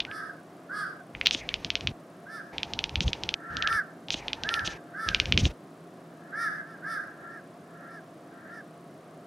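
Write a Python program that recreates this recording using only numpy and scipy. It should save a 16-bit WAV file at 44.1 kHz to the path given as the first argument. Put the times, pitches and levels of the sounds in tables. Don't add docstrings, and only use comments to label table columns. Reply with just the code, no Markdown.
import sys
import numpy as np
from scipy import signal
from scipy.fft import rfft, irfft
from scipy.io import wavfile
from scipy.ndimage import uniform_filter1d, map_coordinates

SR = 44100
rng = np.random.default_rng(int(sys.argv[2]) if len(sys.argv) > 2 else 0)


def file_out(sig):
    cols = np.atleast_2d(sig).T
    lim = np.clip(cols, -1, 1)
    pcm = np.round(lim * 32767).astype(np.int16)
    wavfile.write(sys.argv[1], SR, pcm)


N = 408366
TIME = np.arange(N) / SR


def undb(db):
    return 10 ** (np.asarray(db) / 20)


def unit(x):
    return x / np.sqrt(np.mean(x ** 2) + 1e-20)


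def gain_at(hz, points):
    f, db = np.transpose(points)
    return undb(np.interp(np.log(hz + 1e-3), np.log(f), db))


def noise(points, size=N):
    spectrum = rfft(rng.standard_normal(size))
    colour = gain_at(np.fft.rfftfreq(size, 1 / SR), points)
    return unit(irfft(spectrum * colour, size))


def walk(rate, size=N):
    steps = np.arange(size) / SR * rate
    knots = rng.standard_normal(int(steps[-1]) + 3)
    return map_coordinates(knots, [steps], order=2, mode="nearest")


def add(track, s, sound):
    start = int(round(s * SR))
    a, b = max(start, 0), min(start + sound.shape[-1], N)
    if b > a:
        track[..., a:b] += sound[..., a - start:b - start]


def ring(gain):
    cepstrum = irfft(np.log(gain))
    half = len(cepstrum) // 2
    cepstrum[1:half] *= 2
    cepstrum[half + 1:] = 0
    return irfft(np.exp(rfft(cepstrum)))


def burst(points, length):
    n = int(length * SR)
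    steady = unit(noise(points, size=n + 8192)[:n])
    return steady * np.sqrt(np.hanning(n))


def hump(hz):
    return [(hz / 4, -50), (hz * 0.61, -20), (hz * .92, 0), (hz * 1.08, 0), (hz * 1.4, -20), (hz * 4, -55)]


def room(side_db=-17, room_db=-48.5):
    # frequency in Hz, relative level in dB per Hz.
    room_spectrum = [(30, -57), (60, -27), (100, -11), (165, 4), (215, -1), (320, 3), (470, -4.5),
                     (690, -1), (880, -13.5), (1100, -9), (2500, -24.5), (6000, -31.5), (10000, -36),
                     (13000, -39), (15500, -44.5)]
    # frequency in Hz, level in dB before the wavering.
    hum_tones = [(165, -61), (694, -60.5)]
    outdoors = [(100, -34.5), (300, -11), (700, 3), (1400, 0.5), (2500, -11.5), (7000, -25), (15000, -26.5)]
    side = undb(side_db) * noise(outdoors)
    hum = 0
    for hz, db in hum_tones:
        wavering = 1 + 0.272 * walk(5.8)
        tone = np.sin(2 * np.pi * hz * TIME + walk(4))
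        hum = hum + undb(db) * unit(wavering * tone)
    tick_rate_hz, tick_hz, tick_decay_s = 29.97, 9500, .004
    tick_shape = np.exp(-(TIME % (1 / tick_rate_hz)) / tick_decay_s)
    ticks = undb(-65) * noise(hump(tick_hz)) * tick_shape
    rush = noise(room_spectrum) + np.array([side, -side])
    return rush * undb(room_db) + hum + ticks


def caw(length, top_hz, rasp_db, uneven, hiss=.09, rasp_skew=1.28, rasp_sharp=1.8):
    arch = [(0, .79), (.14, .89), (.3, .96), (.48, 1), (.68, .97), (.85, .9), (1, .8)]
    # frequency in Hz, level in dB.
    usual_throat = [(400, -45), (1120, -32), (1260, -12), (1390, -2), (1470, -4), (1640, 1), (1800, -5),
                    (1950, -19), (2200, -24), (2750, -44), (3200, -37), (3600, -26.5), (4200, -35),
                    (4700, -25), (5150, -21), (5950, -29), (7000, -48), (8300, -37), (10300, -30),
                    (11400, -42), (12200, -36), (13500, -58)]
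    usual_pitch_hz = 458
    n = int(length * SR)
    share = np.arange(n) / n
    bend = np.interp(share, *np.transpose(arch))
    hz = top_hz * uniform_filter1d(bend, n // 8, mode="nearest")
    throat = [(f * top_hz / usual_pitch_hz, db) for f, db in usual_throat]
    phase = 2 * np.pi * np.cumsum(hz * (1 + uneven * walk(400, size=n))) / SR
    effort = np.interp(share, [0, .08, .3, .55, .88, 1], [0, .48, .72, 1, .9, 0])
    harsh = undb(rasp_db) * np.sin(np.pi * share ** rasp_skew) ** rasp_sharp
    voice = np.zeros(n)
    for k in range(2, 31):
        shimmer = 1 + .22 * walk(200, size=n)
        partial = gain_at(k * hz, throat) * shimmer * np.sin(k * phase)
        voice += partial * (harsh if k > 5 else 1)
    breath = hiss * harsh * noise(throat, size=n)
    return effort * (unit(voice) + breath)


def houses(t60, span, apart=0.55):
    t = TIME[:int(span * SR)]
    edges = np.clip(np.minimum(t, t[-1] - t) / .025, 0, 1)
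    fade = undb(-60 * t / t60 + 3.7 * walk(67, size=len(t))) * edges
    mid, side = rng.standard_normal((2, len(t)))
    ears = mid + apart * np.array([side, -side])
    return unit(ears * fade) / np.sqrt(len(t))


def dulled(sound, treble_db):
    hz = np.fft.rfftfreq(len(sound), 1 / SR)
    return irfft(rfft(sound) * gain_at(hz, [(1450, 0), (2000, -5), (5000, treble_db)]))[None]


def crows(pan_db=-1.8, echo_t60=0.6, echo_s=.21, wash_t60=0.76, wash_s=.42,
          echo_dull_db=-7, wash_dull_db=-22, jitter=.018, blur=.036):
    # start in seconds, top pitch in Hz, level in dB, rasp in dB, echo in dB,
    # wash that swells ahead of the call in dB; echo and wash are relative to the call.
    caw_list = [(.065, 442, -40.5, 3, 4, -18), (.685, 427, -35, 2, 2.5, -23), (2.254, 450, -42, 3, .5, -18),
                (3.625, 457, -26.3, -1.5, -12.5, -1), (4.432, 464, -31.5, -1, 0, -16),
                (4.934, 448, -35, -.5, 1.5, -15), (6.318, 462, -31.5, -1, .5, -14),
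                (6.619, 456, -48.5, -4, -5, -3), (6.819, 451, -35, 0, 1, -14.5),
                (7.252, 458, -46, -8, -11, 3.5), (7.852, 458, -47.5, -3, -11, 2.5),
                (8.467, 463, -46.5, -2, -17, 1)]
    usual_s, usual_db, s_per_db = .183, -35, .002
    out = np.zeros((2, N))
    ears = undb(np.array([[pan_db], [-pan_db]]) / 2)
    for s, top_hz, db, rasp_db, echo_db, ahead_db in caw_list:
        length = usual_s + s_per_db * (db - usual_db)
        call = undb(db) * caw(length, top_hz, rasp_db, jitter)
        blurred = undb(db) * caw(length, top_hz, rasp_db, blur)
        echo = signal.fftconvolve(dulled(blurred, echo_dull_db), houses(echo_t60, echo_s))
        growing = houses(wash_t60, wash_s)[:, ::-1]
        wash = signal.fftconvolve(dulled(blurred, wash_dull_db), growing)
        add(out, s, ears * call)
        add(out, s, undb(echo_db) * ears * echo)
        add(out, s - wash_s, undb(ahead_db) * wash)
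    return out


def jaw_clicks(clicks, scatter_db=-15, scatter_s=0.022, tail_db=-24, tail_t60=0.26):
    # frequency in Hz, level in dB.
    mouth = [(300, -25.5), (1200, -16), (1650, -9.5), (2050, -6.5), (2550, 4), (3100, 5), (3650, 2.5),
             (4300, -4), (5000, -9.5), (5850, -13), (6700, -22), (7400, -31.5), (8000, -45), (15000, -66)]
    # typical delay in seconds, echo level in dB.
    surfaces = [(.0009, -20.5), (.0017, -32.5), (.00285, -14.5), (.0201, -27)]
    middle_hz = 3130
    out, hz = np.zeros(N), np.fft.rfftfreq(1024, 1 / SR)
    t = TIME[:SR // 8]
    for s, db, mouth_hz, bright_db in clicks:
        opening = (mouth_hz / middle_hz) ** np.interp(hz, [3500, 6000], [1, .2])
        brightness = gain_at(hz, [(3600, 0), (5400, bright_db)])
        snap = ring(gain_at(hz / opening, mouth) * brightness)
        envelope = np.abs(signal.hilbert(snap))
        near = unit(rng.standard_normal(len(t)) / (1 + (t / scatter_s) ** 6))
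        far = unit(rng.standard_normal(len(t)) * undb(-60 * t / tail_t60))
        paths = (undb(scatter_db) * near + undb(tail_db) * far) / np.sqrt(len(t))
        paths[0] = 1
        for delay, echo_db in surfaces:
            varied = delay * SR * (1 + .015 * rng.standard_normal())
            paths[int(varied)] += undb(echo_db)
        level = undb(db) / envelope.max()
        add(out, s - envelope.argmax() / SR, level * signal.fftconvolve(snap, paths))
    return out


def chatter_figure(zero, slow):
    # time in seconds, peak in dB, mouth resonance in Hz, brightness in dB.
    figure_clicks = [(0, -7.5, 3220, 5.5), (.0373, -12, 3400, -4), (.177, -13, 3240, -2.5),
                     (.2267, -9.5, 3110, 3.5), (.3306, -12.5, 3350, 8), (.3856, -8.3, 3130, 2.5),
                     (.4356, -7.7, 3070, 5.3), (.4889, -20.3, 3050, 7), (.5516, -7.7, 3080, 0),
                     (.6013, -6.7, 3100, 5), (.6748, -16.5, 3450, -10.5)]
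    # start in seconds, length in seconds, level in dB.
    spit_list = [(.004, .043, -33.5), (.04, .066, -45), (.603, .04, -39), (.646, .062, -44)]
    # frequency in Hz, level in dB.
    spit_spectrum = [(800, -40.5), (2000, -6.5), (3200, 6), (4500, -0.5), (6300, 2.5), (7500, -12),
                     (10000, -25), (15000, -41)]
    # start in seconds, length in seconds, level in dB, starting pitch in Hz.
    hollow_list = [(.045, .11, -49, 2580), (.17, .05, -48, 2380), (.672, .008, -36, 3380)]
    # start in seconds, length in seconds, level in dB, centre in Hz.
    puff_list = [(.034, .014, -34, 335), (.31, .06, -45, 165), (.501, .13, -33.5, 88),
                 (.58, .048, -34, 185), (.628, .07, -24, 62), (.674, .022, -40, 370)]
    sag_per_s = 1.7
    out = jaw_clicks([(zero + s * slow, db, hz / slow, bright_db) for s, db, hz, bright_db in figure_clicks])
    for s, length, db in spit_list:
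        add(out, zero + s * slow, undb(db) * burst(spit_spectrum, length * slow))
    for s, length, db, hz in hollow_list:
        hollow = burst(hump(hz / slow), length * slow)
        t = TIME[:len(hollow)]
        sinking = np.interp(t - sag_per_s * t ** 2 / 2, t, hollow)
        add(out, zero + s * slow, undb(db) * sinking)
    for s, length, db, hz in puff_list:
        thud = [(hz / 4, -28), (hz * .7, -1), (hz, 0), (hz * 2, -12), (hz * 4, -24), (hz * 20, -75)]
        add(out, zero + s * slow, undb(db) * burst(thud, length * slow))
    return out


def cat(flutter_db=2, rustle_db=-50.3, throat_hz=850, lead_in_s=.17, lead_in_db=-7):
    # time in seconds, peak in dB, mouth resonance in Hz,
    # brightness in dB.
    snap_list = [(.0034, -9.5, 3250, -1), (.0054, -12, 3180, 0), (.051, -20, 2570, 0),
                 (.114, -25.5, 2600, -15), (1.1508, -21.5, 2400, -29), (1.213, -10.5, 2400, -5),
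                 (1.2555, -24, 3200, 4), (1.2592, -7.5, 3040, 4), (1.2614, -4.5, 3270, 5),
                 (1.2699, 1.5, 3370, .5), (1.2704, -8.5, 3900, 3), (4.085, -22, 3300, 0)]
    # start in seconds,
    # end in seconds, the figure's zero in seconds, slowness, level of the whole bout in dB,
    # throat rustle in dB, rumble in dB (both ahead of the bout's level).
    bout_list = [(-.02, .119, .3, 1, -2, -54, -52), (1.134, 1.922, 1.3101, 1.0205, 1.5, -59, -52),
                 (2.525, 3.115, 2.4054, 1, 0, -50.5, -51), (3.11, 3.352, 2.9054, 1, .5, -51, -51.5),
                 (3.499, 3.77, 3.2388, 1, -.5, -56, -46), (4.082, 4.647, 4.1054, 1, 0, -50.5, -53),
                 (4.642, 4.78, 4.639, 1, -.5, -53, -49), (5.058, 5.523, 4.7373, 1.063, 6.2, -72, -46)]
    # frequency in Hz, level in dB.
    rustle_spectrum = [(100, -4.5), (200, 1.5), (500, 5), (850, -7.5), (1200, -8), (2400, -7), (3300, -12),
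                       (4500, -15), (6000, -16.5), (8000, -30), (11000, -34), (13000, -36.5), (16000, -44)]
    out = jaw_clicks(snap_list)
    rustle = undb(rustle_db) * noise(rustle_spectrum) * undb(flutter_db * walk(35))
    rumble = noise([(15, -22), (35, -3), (55, 0), (140, -5), (400, -37), (2000, -58)])
    throat = noise(hump(throat_hz))
    for start, end, zero, slow, db, throat_db, rumble_db in bout_list:
        gate = np.clip(np.minimum(TIME - start, end - TIME) / .008, 0, 1)
        swell = undb(lead_in_db * np.clip((zero - TIME) / lead_in_s, 0, 1))
        bout = chatter_figure(zero, slow) + swell * rustle
        bout += undb(rumble_db) * rumble + undb(throat_db) * throat
        out += undb(db) * gate * bout
    return out


def scene():
    return room() + crows() + cat()


def record(dry, low_cut_hz=34, top_hz=15750):
    bass_cut = signal.butter(3, low_cut_hz, "high", fs=SR, output="sos")
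    top_cut = signal.ellip(8, .2, 70, top_hz, fs=SR, output="sos")
    heard = signal.sosfilt(bass_cut, dry)
    return np.clip(signal.sosfilt(top_cut, heard), -1, 1)


dry = scene()
out = record(dry)
file_out(out)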